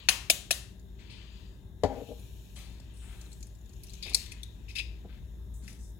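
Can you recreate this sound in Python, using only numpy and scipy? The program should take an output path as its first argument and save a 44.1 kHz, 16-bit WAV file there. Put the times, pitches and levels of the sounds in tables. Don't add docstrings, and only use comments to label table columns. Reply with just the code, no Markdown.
import sys
import numpy as np
from scipy import signal
from scipy.fft import irfft
from scipy.io import wavfile
from scipy.ndimage import uniform_filter1d

SR = 44100
rng = np.random.default_rng(int(sys.argv[2]) if len(sys.argv) > 2 else 0)


def bounce(signal):
    frames = np.transpose(np.atleast_2d(signal))
    limited = np.clip(frames, -1, 1)
    pcm = np.round(limited * 32767).astype(np.int16)
    wavfile.write(sys.argv[1], SR, pcm)


def gain_from_db(level_db):
    decades = np.asarray(level_db, float) / 20
    return 10 ** decades


N = 264511
T = np.arange(N) / SR

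# t/s, peak level/dB, rise/s, crunch t60/s, bowl ring level/dB
KNOCKS = [
    (0.087, -7.5, 0.00042, 0.044, -40),
    (0.297, -8, 0.0024, 0.056, -9),
    (0.5064, -11.5, 0.002, 0.051, -9.5),
]
# f/Hz, density level/dB
KNOCK_COLOURS = [
    [(500, -19), (950, -6.5), (1400, -13.5), (1800, -11), (2750, 3), (4000, -4), (5500, -6.5), (6600, -1.5),
     (8500, -14.5), (9600, -8), (11000, -14), (16000, -16.5)],
    [(500, -59), (1100, -32), (1800, -23), (2300, -20), (3000, -1.5), (3800, -1), (4500, -8.5), (5200, -15),
     (7200, 1), (8200, -10.5), (9800, -9.5), (16000, -11)],
    [(500, -37.5), (1250, -24.5), (1760, -10), (2150, -17), (2800, -4.5), (3700, -0.5), (5400, -7.5),
     (7200, -1), (8700, -10.5), (9600, -1), (12500, -12.5), (16000, -16)],
]
# f/Hz, level/dB, t60/s
BOWL_MODES = [(330, -8.5, 0.054), (594, 4.5, 0.032), (650.5, 2, 0.044), (675, -5, 0.028),
              (890, -14.5, 0.055), (1320, -17.5, 0.028)]
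# t/s, peak level/dB, ring f/Hz
KNOCK_SPLINTERS = [(0.0875, -22.5, 6670), (0.0875, -13.5, 2720), (0.0881, -15.5, 3980), (0.0895, -21, 9570),
                   (0.0904, -17.5, 6400), (0.0906, -16.5, 2560), (0.0919, -22.5, 4280),
                   (0.093, -23.5, 9000), (0.0941, -24, 10470), (0.0942, -21.5, 4900), (0.0946, -32, 1650),
                   (0.0953, -16, 2870), (0.0984, -24, 9560), (0.101, -24.5, 2620), (0.1031, -23.5, 9600),
                   (0.1035, -28.5, 2760), (0.106, -30.5, 6650), (0.1104, -31.5, 1800), (0.1254, -28, 3100),
                   (0.2985, -23, 2490), (0.2996, -32, 7040), (0.2996, -12.5, 5200), (0.3003, -27, 8600),
                   (0.301, -21, 10500), (0.3016, -15.5, 2380), (0.3019, -27, 11710), (0.3027, -25.5, 6980),
                   (0.3034, -18.5, 3450), (0.3039, -19.5, 4680), (0.3041, -18, 10000), (0.3056, -19, 7430),
                   (0.3058, -18, 8960), (0.3065, -20.5, 2820), (0.3078, -19, 7200), (0.3114, -31, 5130),
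                   (0.3123, -30, 6720), (0.313, -32.5, 9450), (0.3139, -23, 3627), (0.3156, -26.5, 6650),
                   (0.5086, -24.5, 8870), (0.5091, -17.5, 2680), (0.5104, -23.5, 5200), (0.5109, -23, 3900),
                   (0.5113, -24, 8000), (0.5118, -24.5, 5860), (0.5118, -32, 9390), (0.5118, -24, 2540),
                   (0.5129, -23.5, 4300), (0.5135, -30, 9500), (0.514, -41, 7630), (0.5144, -23, 5700),
                   (0.5151, -33, 10420), (0.5173, -32, 5770), (0.5191, -25, 2900), (0.5193, -34, 6300),
                   (0.52, -31, 7670), (0.528, -25, 3790)]
# t/s, peak level/dB, ring f/Hz
SHELL_FLEX = [(0.0868, -19, 1864), (0.0872, -30, 887), (0.0885, -28, 1460), (0.0882, -20.5, 4610),
              (0.2985, -30.5, 1676), (0.508, -25.5, 1790), (0.5085, -46, 1300), (0.088, -37.5, 345),
              (0.0885, -21, 5690), (0.3, -22.5, 5950), (4.146, -25.5, 4380), (4.1462, -25, 5410),
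              (4.149, -33.5, 4680)]
# t/s, peak level/dB, ring f/Hz
PRISE_SPLINTERS = [(4.0275, -33, 4730), (4.0329, -31.5, 3860), (4.0356, -35, 4600), (4.0391, -38, 3600),
                   (4.0429, -41, 3550), (4.0518, -35, 4700), (4.0596, -40, 3500), (4.0629, -42, 3620),
                   (4.0639, -48, 2500), (4.0667, -40, 2220), (4.077, -41, 3800), (4.0812, -39, 2300),
                   (4.0832, -40, 2500), (4.0863, -47, 2500), (4.0904, -42, 2330), (4.093, -49, 2410),
                   (4.0953, -42, 3790), (4.1053, -41, 3640), (4.1352, -35, 4400), (4.1383, -41, 2460),
                   (4.1419, -42, 4650), (4.1458, -30, 6270), (4.1459, -29, 8100), (4.1465, -22, 9740),
                   (4.147, -16, 4450), (4.1483, -33, 7280), (4.1492, -32.5, 8270), (4.1519, -33, 8640),
                   (4.1523, -32, 6000), (4.1539, -27, 5060), (4.155, -33, 6460), (4.6831, -46, 2670),
                   (4.6885, -50, 2580), (4.692, -50, 2540), (4.7043, -46, 2560), (4.7078, -48, 2540),
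                   (4.7125, -47.5, 4900), (4.7549, -40, 2540), (4.7569, -36, 3770), (4.758, -39, 4800),
                   (4.758, -37, 2560), (4.7644, -28.5, 2650), (4.7673, -36, 4820), (4.7674, -39, 2610),
                   (4.7752, -37, 2500), (4.7787, -32, 2520), (4.7852, -38, 5100), (4.7856, -26.5, 2880),
                   (4.7876, -27.5, 3820), (4.7905, -34, 3300), (4.7928, -45, 5000), (4.7937, -30, 2700),
                   (4.7981, -27, 2530), (4.8003, -36, 3860), (4.8014, -34, 2600), (4.8037, -42, 2600),
                   (4.8072, -43, 2500), (4.8092, -38, 2580), (4.8122, -38, 2700)]
# t/s, peak level/dB, ring f/Hz
FLAKES = [(2.085, -58, 3100), (2.8, -55, 600), (2.801, -55, 7230), (3.254, -54, 6980), (3.262, -54, 4000),
          (3.587, -59, 6900), (3.613, -58, 6740), (3.765, -55, 6830), (3.835, -53, 8360),
          (3.836, -52, 11480), (3.837, -48, 15300), (3.8365, -53, 13200), (3.885, -52, 5570),
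          (3.897, -52, 6560), (3.899, -58, 8200), (3.938, -50, 5500), (4.027, -46, 5660), (4.03, -44, 6740),
          (4.065, -49, 7000), (4.067, -55, 11600), (4.097, -51, 9500), (4.098, -56, 5900),
          (4.32, -46, 3460), (4.321, -50, 5640), (4.322, -43, 9350), (4.432, -54, 11500),
          (4.433, -51, 8150), (4.434, -54, 6700), (4.433, -56, 14800), (4.755, -50, 10300),
          (4.765, -47, 7000), (4.786, -47, 9440), (4.793, -47, 9400), (4.79, -44, 7200),
          (5.645, -55.5, 7000), (5.68, -54, 4700), (5.683, -51, 6940), (5.728, -51, 6800)]
# t/s, peak level/dB, ring f/Hz, t60/s, snap level/dB
CRACKS = [(3.2126, -41, 6530, 0.027, 1), (3.8344, -43, 10100, 0.061, -2), (4.0257, -37, 4700, 0.14, -9),
          (4.0953, -39, 3680, 0.057, 3), (4.1345, -35, 4550, 0.037, 5), (4.1455, -15, 4370, 0.042, 10),
          (4.147, -41, 2200, 0.024, -9), (4.318, -37.5, 2530, 0.05, -6), (4.4318, -32, 3750, 0.03, -10),
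          (5.6776, -43, 2660, 0.018, -9), (5.679, -43, 1890, 0.023, -9)]
# t/s, peak level/dB, ring f/Hz
TICKS = [(0.7956, -52, 6960), (2.1959, -50.5, 9390), (2.799, -51, 5200), (2.8, -54, 3560),
         (2.9706, -49.5, 9100), (3.3167, -48, 4270), (3.3288, -45, 7550), (3.406, -48, 6940),
         (3.4275, -38.5, 6700), (3.4694, -47, 9200), (3.55, -53.5, 7200), (3.6582, -55.5, 6780),
         (3.6935, -52, 7000), (3.7323, -52, 6550), (3.868, -46.5, 5970), (3.895, -42.5, 4200),
         (3.903, -46, 4600), (3.9343, -40.5, 6750), (3.94, -45, 4000), (3.952, -46, 6140),
         (3.971, -60.5, 12500), (4.2609, -41, 3690), (5.6379, -52, 7170), (5.706, -54, 2340),
         (5.7294, -47, 9800)]
# f/Hz, density level/dB
SNAP_COLOUR = [(710, -42), (1200, -44), (1520, -42), (2180, -15), (3080, -23), (4360, -6.5), (6030, -8.5),
               (9820, -11), (12600, -21), (16000, -27.5)]
# start t/s, hold/s, level/dB, release t60/s, fizz level/dB
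TEARS = [
    (4.023, 0.075, -48.5, 0.34, -11),
    (4.683, 0.024, -56, 0.19, -6.5),
    (4.751, 0.034, -44.5, 0.11, -7),
    (4.783, 0.014, -39.5, 0.115, -11.5),
    (5.676, 0.027, -64, 0.18, 3.5),
]
# f/Hz, width/Hz, level/dB
SHELL_HOLLOW = [(1970, 500, -6), (2560, 450, -1.5), (3230, 530, -6.5), (3750, 230, -0.5), (5000, 440, -5)]
# f/Hz, density level/dB
FIZZ_COLOUR = [(4200, -29), (5000, 0), (5800, 4), (7000, 1.5), (8200, -3.5), (9500, -0.5), (11500, -7.5),
               (13000, -12), (15800, -10.5)]
# t/s, peak level/dB, low f/Hz, high f/Hz, t60/s
THUMPS = [
    (4.052, -47.5, 330, 1040, 0.21),
    (4.105, -50, 350, 1330, 0.12),
    (4.142, -50, 356, 1180, 0.11),
    (4.79, -56, 450, 975, 0.053),
    (5.04, -41.5, 149, 664, 0.075),
]
# t/s, peak level/dB, rim tick level/dB, tilt/dB per octave
LANDINGS = [
    (1.83494, -5, -28.5, 8),
    (1.83935, -7.5, -52, -5.5),
    (1.84373, -11, -48, 0.5),
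    (1.84601, -9, -36, 12),
    (1.85627, -30, -30, -2),
]
# f/Hz, level/dB, t60/s
DISH_MODES = [(91, -1, 0.13), (159, 14, 0.021), (272, 2.9, 0.13), (428, 6.5, 0.088), (455, 8.5, 0.052),
              (516.4, 17.5, 0.081), (590, 13.5, 0.11), (684, 7.5, 0.07), (800, 0.5, 0.079), (957, -5, 0.15),
              (1013, -8.5, 0.053), (1415, -28, 0.1)]
# f/Hz, density level/dB
RIM_COLOUR = [(1200, -7), (1850, 8.5), (2500, -2.5), (4300, 2.5), (5600, -5), (6800, -0.5), (8200, -13),
              (11500, -18), (13500, -38)]
# t/s, peak level/dB
ROCK_TAPS = [(1.922, -37), (1.971, -36), (2.013, -34.5), (2.083, -40.5), (2.101, -34.5), (2.114, -37),
             (2.193, -58)]
# start t/s, length/s, level/dB
ROCKING = [
    (1.863, 0.11, -39),
    (1.949, 0.1, -44),
    (2.072, 0.079, -48.5),
    (2.17, 0.054, -65),
]
# f/Hz, width/Hz, level/dB
ROCK_BODY = [(268, 27, 0), (425, 32, -3), (476, 29, 2.5), (612, 37, -4), (690, 28, -6), (814, 21, -3.5),
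             (913, 44, -15)]
# t/s, level/dB, low
# f/Hz, high f/Hz, t60/s
SLIPS = [(0.985, -62.5, 1710, 4170, 1.6), (0.99, -69, 4470, 7860, 0.31), (1.095, -54.5, 2340, 4630, 0.61),
         (1.101, -67.5, 5200, 9750, 0.37), (2.56, -65, 393, 1245, 0.79), (2.557, -56, 1950, 4630, 0.83),
         (2.554, -57.5, 5500, 10100, 0.54), (2.58, -64, 13100, 15230, 0.28), (2.933, -70, 7600, 9900, 5.8),
         (4.155, -53.5, 7540, 16000, 0.4), (5.535, -62.5, 6360, 9900, 0.47)]
# start t/s, level/dB, low f/Hz, high f/Hz, length/s
STROKES = [(1.17, -72.5, 4730, 4870, 0.43), (1.84, -62.5, 900, 2380, 0.2),
           (1.95, -77.5, 11400, 14200, 0.39), (2.97, -64.5, 7300, 9700, 0.2), (3.0, -63, 690, 3600, 0.38),
           (4.15, -64.5, 1730, 2250, 0.31), (5.08, -65.5, 1300, 4020, 0.15), (5.35, -80.5, 800, 1266, 0.85),
           (5.53, -72.5, 13900, 15970, 0.09), (5.615, -63, 1389, 10100, 0.21),
           (5.785, -63, 5360, 9420, 0.15)]
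# t/s, level over rest/dB, brightness/dB per
RUBBING = [(0.0, 26.5, -6.5), (0.15, 10.5, 2.5), (0.78, -7, 1.5), (1.2, 19.5, -6), (1.419, 14.5, -2.5),
           (1.75, -7.5, 0), (1.95, 17.5, 1), (2.2, 14, 2.5), (2.55, 10.5, 2), (2.901, 9.5, -2),
           (3.141, 13.5, 2), (3.6, 1, 0.5), (3.96, 17.5, 1.5), (4.22, 25, -5.5), (4.5, 7.5, -0.5),
           (4.849, 7, -2), (5.298, 1.5, 0.5), (5.75, -6, 2.5)]
# f/Hz, density level/dB
RUB_COLOUR = [(240, -69), (400, 9.5), (481, -2.5), (553, -23), (615, 18), (752, -12.5), (1350, -21.5),
              (2530, -14.5), (3500, -15.5), (6100, -25), (6890, -19.5), (8030, -29), (9510, -28.5),
              (10400, -55), (15800, -61.5)]
RUB_EDGES_HZ = [900, 2200, 4950, 10500, 15900]
RUB_REST_DB = [-78.5, -78.5, -77.5, -77.5]
RUB_FOLLOWS = [0.28, 0.9, 0.58, 0.32]
# f/Hz, density level/dB
RUMBLE_COLOUR = [(21, -32.5), (40, -15.5), (54, -4.5), (75, -3), (141, -14.5), (201, -15), (269, -23.5),
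                 (393, -24), (520, -35.5), (680, -59.5), (1140, -120)]
# f/Hz, density level/dB
HISS_COLOUR = [(310, -27.5), (520, 9), (786, 9), (933, 11), (1410, -27), (1600, 9), (3090, -28), (3670, 0),
               (4480, -21.5), (6300, -26), (7270, -8), (8270, -27), (9670, -6.5), (10500, -21),
               (15750, -15.5), (15950, -60)]
# f/Hz, level/dB
MOTOR = [(56.75, -49), (103.2, -65.5), (120, -73.5)]
# f/Hz, width/Hz, level/dB
ROOM_MODES = [(48.94, 20, -49), (58.2, 4, -62)]
# f/Hz, width/Hz, level/dB
WHINES = [(185.8, 4, -65.5), (322, 6.3, -74), (389.7, 1.6, -72.5)]
# f/Hz, width/Hz, level/dB
WHIRR = [(610, 60, -77), (3650, 330, -77.5), (15200, 1400, -85)]
# f/Hz, t60/s
KITCHEN_T60 = [(300, .33), (1000, 0.55), (3000, 0.47), (8000, 0.39), (15000, 0.23)]
# f/Hz, left over right level/dB
PORTS = [(60, 3.5), (200, 8.5), (380, -3.5), (700, 6.5), (1380, 8.5), (2400, 15), (3450, 23), (4500, 20.5),
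         (5500, 6.5), (8600, 4.5), (9650, 11), (10700, -2), (11700, -10.5), (15000, -6.5)]
# f/Hz, left-right coherence
SAME = [(60, 0.96), (200, 0.64), (600, 0.69), (1300, 0.11), (5500, 0.093), (7000, 0.77), (9000, 1),
        (11000, 0.94), (15000, 0.15)]
# f/Hz, extra left level/dB
DISH_LEAN = [(60, -3), (200, 21), (400, 16.5), (700, 3), (1300, 1), (8000, 3)]

CRUNCH_PER_S, ROOM_COLOUR_SHARE, ROOM_SEND_DB = 9900, 0.5, 2
SPLINTER_RISE_S, SPLINTER_DB = 0.0005, 3
SPLINTER_T60_S, PRISE_T60_S, FLEX_T60_S, FLAKE_T60_S = 0.014, 0.014, 0.021, 0.018
TICK_T60_S, TICK_SNAP_DB = 0.034, -6
TEAR_RISE_S, SLIP_RISE_S, LANDING_RISE_S = 0.0031, 0.0078, 0.0026
STROKE_LEAN = 0.57
RUMBLE_DB, HISS_DB, LOAD_DB_PER_S = -53.5, -75, 1.08
EDGE_HZ = 16150


def evened(x):
    return x / np.sqrt(np.mean(x ** 2) + 1e-20)


def read(points, hz):
    f, value = np.transpose(points)
    return np.interp(np.log(hz + 1), np.log(f + 1), value)


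def add(mix, s, sound):
    part = mix[..., round(s * SR):][..., :sound.shape[-1]]
    part += sound[..., :part.shape[-1]]


def band(x, lo_hz, hi_hz, order=5):
    sos = signal.butter(order, [lo_hz, hi_hz], "bandpass", fs=SR, output="sos")
    return signal.sosfilt(sos, x)


def coloured(x, colour):
    hz = abs(np.fft.fftfreq(2048, 1 / SR))
    log_gain = np.log(gain_from_db(np.maximum(read(colour, hz), -70)))
    taps = np.fft.ifft(np.exp(np.conj(signal.hilbert(log_gain)))).real[:1024]
    return signal.oaconvolve(x, taps / np.linalg.norm(taps))[:len(x)]


def resonate(x, hz, width_hz):
    return signal.lfilter(*signal.iirpeak(hz, hz / width_hz, SR), x)


def body(x, peaks):
    return sum((-1) ** k * gain_from_db(db) * resonate(x, hz, width)
               for k, (hz, width, db) in enumerate(peaks))


def ring(modes, seconds):
    t = T[:round(seconds * SR)]
    y = sum(gain_from_db(db - 60 * t / t60) * np.sin(2 * np.pi * hz * t) for hz, db, t60 in modes)
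    return y / abs(y).max()


def crackle(length, per_s, spread_db):
    place, sign, size = rng.random((3, length))
    clicks = (place < per_s / SR) * np.sign(sign - 0.5)
    return evened(clicks * gain_from_db(-spread_db * np.log(size + 0.01)))


def noise(colour, patchy_db):
    frames, hz = N // 256 + 5, np.fft.rfftfreq(1024, 1 / SR)
    a, b, c, d, patches = rng.standard_normal((frames, 513, 5)).T
    patches = uniform_filter1d(patches, size=14, axis=0)
    patches = evened(uniform_filter1d(patches, size=12, axis=1))
    gain = gain_from_db(read(colour, hz)[:, None] + patchy_db * patches)
    spectra = np.array([a + 1j * b, c + 1j * d]) * gain
    return signal.istft(spectra, nperseg=1024, noverlap=768)[1][:, :N]


def knock(row, colour):
    s, db, rise, t60, bowl_db = row
    t = T[:round(0.12 * SR)]
    peak_at = round(rise * SR)
    shape = (1 - np.exp(-(t / rise) ** 2)) * gain_from_db(-60 * t / t60)
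    blow = signal.unit_impulse(len(t), peak_at)
    crunch = gain_from_db(1) * blow + crackle(len(t), CRUNCH_PER_S, spread_db=5.5) * shape
    direct = gain_from_db(-1.5) * coloured(crunch, colour)
    room_colour = np.array(colour) * [1, ROOM_COLOUR_SHARE]
    sent = gain_from_db(ROOM_SEND_DB) * coloured(blow, room_colour) * np.linalg.norm(shape)
    bowl = np.roll(ring(BOWL_MODES, 0.12) * np.minimum(t / 0.0039, 1), peak_at)
    bowl_gain = gain_from_db(db + bowl_db + np.array([[0], [-4.0]]))
    return s, gain_from_db(db - 6.0) * np.array([direct, sent]) + bowl_gain * bowl


def splinter(s, db, hz, send_db, t60):
    t = T[:round(0.04 * SR)]
    onset = 1 - np.exp(-(t / SPLINTER_RISE_S) ** 2)
    flake = np.sin(2 * np.pi * hz * t) * onset * gain_from_db(db + SPLINTER_DB - 60 * t / t60)
    return s - SPLINTER_RISE_S, flake * gain_from_db(np.array([[0], [send_db]]))


def crack(s, db, hz, t60, snap_db):
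    t = T[:round(0.06 * SR)]
    burst = crackle(len(t), 12000, spread_db=2.5) * gain_from_db(-60 * t / t60)
    piece = resonate(resonate(burst, hz, 0.15 * hz), hz, 0.15 * hz)
    sound = evened(piece) + gain_from_db(snap_db + 5.5) * evened(coloured(burst, SNAP_COLOUR))
    return s, gain_from_db(db) * sound / abs(sound).max()


def tear(s, hold, db, t60, bright_db):
    t = T[:round(0.3 * SR)]
    clicks = crackle(len(t), 6000, spread_db=3.0)
    hollow = evened(band(body(clicks, SHELL_HOLLOW), 2200, 4900, order=2))
    fizz = gain_from_db(bright_db) * evened(coloured(clicks, FIZZ_COLOUR))
    release = gain_from_db(db - 60 * np.maximum(t - hold, 0) / t60)
    return s, release * (hollow + fizz) * np.minimum(t / TEAR_RISE_S, 1)


def thump(s, db, lo_hz, hi_hz, t60):
    t = T[:round(0.1 * SR)]
    dull = np.cumsum(rng.standard_normal(len(t)))
    push = band(dull, lo_hz, hi_hz, order=2) * gain_from_db(-60 * t / t60) * np.minimum(t / 0.013, 1)
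    return s, gain_from_db(db) * push / abs(push).max()


def landing(s, db, tick_db, tilt_db):
    t = T[:round(0.25 * SR)]
    modes = [(hz, level + tilt_db * np.log2(hz / 500), t60) for hz, level, t60 in DISH_MODES]
    note = -ring(modes, 0.25) * np.minimum(t / LANDING_RISE_S, 1)
    decay = gain_from_db(-60 * t / 0.015) + gain_from_db(-8 - 60 * t / 0.13)
    tick = coloured(rng.standard_normal(len(t)), RIM_COLOUR) * np.minimum(t / 0.0013, 1) * decay
    return s, gain_from_db(db) * (note + gain_from_db(tick_db) * tick)


def rocking():
    taps = np.zeros(N)
    tap = body(band(signal.unit_impulse(round(0.25 * SR)), 144, 580), ROCK_BODY)
    for s, db in ROCK_TAPS:
        add(taps, s, gain_from_db(db) * tap / abs(tap).max())
    swings = sum(gain_from_db(db) * np.sin(np.pi * np.clip((T - s) / length, 0, 1))
                 for s, length, db in ROCKING)
    bumps = band(crackle(N, 1800, spread_db=2.0), 127, 1320)
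    return taps + evened(body(bumps, ROCK_BODY)) * swings


def dish():
    out = rocking()
    for row in LANDINGS:
        add(out, *landing(*row))
    return out


def slip(s, db, lo_hz, hi_hz, t60, rise):
    t = T[:round(0.55 * SR)]
    grain = evened(band(crackle(len(t), 15000, spread_db=-3.0), lo_hz, hi_hz, order=3))
    ends = np.minimum(t / rise, 1) * np.minimum((t[-1] - t) / 0.068, 1)
    return s, gain_from_db(db + 1.5 - 60 * t / t60) * grain * ends


def stroke(s, db, lo_hz, hi_hz, length):
    t = T[:round(0.6 * SR)]
    grain = evened(band(crackle(len(t), 15000, spread_db=5.5), lo_hz, hi_hz, order=3))
    return s, gain_from_db(db) * grain * np.sin(np.pi * np.minimum(t / length, 1) ** STROKE_LEAN)


def rubbing():
    s, pressure_db, bright_db = np.transpose(RUBBING)
    hiss = noise(RUB_COLOUR, patchy_db=1.3)
    out = np.zeros((2, N))
    bands = zip(RUB_EDGES_HZ, RUB_EDGES_HZ[1:], RUB_REST_DB, RUB_FOLLOWS)
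    for k, (lo, hi, rest_db, share) in enumerate(bands):
        level_db = rest_db + share * pressure_db + (k - 1) * bright_db
        out += gain_from_db(np.interp(T, s, level_db)) * evened(band(hiss, lo, hi, order=10))
    return out


def appliance():
    rumble, hiss = noise(RUMBLE_COLOUR, patchy_db=-1.0), noise(HISS_COLOUR, patchy_db=0.0)
    air = gain_from_db(RUMBLE_DB) * rumble / np.std(band(rumble, 70, 500)) + gain_from_db(HISS_DB) * evened(hiss)
    white = rng.standard_normal((2, N))

    def fuzzy(tones):
        return sum(gain_from_db(db) * evened(resonate(resonate(white, hz, width), hz, 2 * width))
                   for hz, width, db in tones)

    motor = sum(gain_from_db(db) * np.sqrt(2) * np.sin(2 * np.pi * hz * T) for hz, db in MOTOR)
    load = gain_from_db(LOAD_DB_PER_S * (T - T.mean()))
    return air + load * (motor + fuzzy(ROOM_MODES)) + fuzzy(WHINES + WHIRR)


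def kitchen(x, early_db, late_db):
    taps = np.zeros((2, SR // 2))
    at = np.arange(300, SR // 2 - 20, 20)
    at = at + rng.integers(0, 20, (2, len(at)))
    np.put_along_axis(taps, at, rng.choice([-1., 1.], at.shape), 1)
    hz, t, z = signal.stft(taps, SR, nperseg=256)
    decay = gain_from_db(-60 * t / read(KITCHEN_T60, hz)[:, None])
    tail = signal.istft(z * decay, SR, nperseg=256)[1]
    tail *= gain_from_db(late_db) / np.linalg.norm(tail[0])

    near = rng.integers(8, 300, (2, 8))
    echoes = gain_from_db(np.array(early_db)) * rng.choice([-1., 1.], near.shape) * np.exp(-near / 300)
    early = np.zeros_like(tail)
    np.put_along_axis(early, near, echoes, 1)
    early = band(early, 1400, 18000, order=1)
    early[0, 4], early[1, 0] = 1, 1

    direct, sent = x * np.ones((2, 1))
    close = signal.fftconvolve(direct[None], early, axes=1)
    late = signal.fftconvolve(sent[None], tail, axes=1)
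    return (close + late)[:, :N]


def ports(x, lean_db):
    hz = np.fft.rfftfreq(1024, 1 / SR)
    same = np.clip(read(SAME, hz), 0, 1)
    right = gain_from_db(-read(PORTS, hz) - lean_db(hz))
    left = 2 / np.sqrt(1 + right ** 2 + 2 * same * right)
    gains = np.array([left, left * right * same, left * right * np.sqrt(1 - same ** 2)])
    taps = np.fft.fftshift(irfft(gains), 1) * np.hanning(1024)
    padded = np.pad(x[[0, 0, 1]], ((0, 0), (511, 512)), "reflect")
    one, shared, own = signal.oaconvolve(padded, taps, "valid", axes=1)
    return np.array([one, shared + own])


def scene():
    shell = np.zeros((2, N))
    for row, colour in zip(KNOCKS, KNOCK_COLOURS):
        add(shell, *knock(row, colour))
    layers = [
        (KNOCK_SPLINTERS, splinter, (-13.0, SPLINTER_T60_S)),
        (SHELL_FLEX, splinter, (-10.0, FLEX_T60_S)),
        (PRISE_SPLINTERS, splinter, (-10.0, PRISE_T60_S)),
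        (FLAKES, splinter, (-5.0, FLAKE_T60_S)),
        (CRACKS, crack, ()),
        (TICKS, crack, (TICK_T60_S, TICK_SNAP_DB)),
        (TEARS, tear, ()),
        (THUMPS, thump, ()),
        (SLIPS, slip, (SLIP_RISE_S,)),
        (STROKES, stroke, ())]
    for rows, source, shared in layers:
        for row in rows:
            add(shell, *source(*row, *shared))
    ahead = kitchen(shell, early_db=[[-12.0], [-7.0]], late_db=-10.0) + rubbing() + appliance()
    aside = kitchen(dish(), early_db=-18, late_db=-15)
    return ports(ahead, np.zeros_like) + ports(aside, lambda hz: read(DISH_LEAN, hz))


def roll_off(x):
    return signal.sosfilt(signal.butter(12, 16610, fs=SR, output="sos"), x)


def record(dry):
    highpass = signal.butter(4, 42, "highpass", fs=SR, output="sos")
    held = np.clip(signal.sosfilt(highpass, dry), -0.95, 0.95)
    edge = signal.firwin(601, EDGE_HZ, window=("kaiser", 7), fs=SR)[None]
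    padded = np.pad(held, ((0, 0), (300, 300)), "reflect")
    finished = signal.oaconvolve(padded, edge, "valid", axes=1)
    return roll_off(finished)


dry = scene()
out = record(dry)
bounce(out)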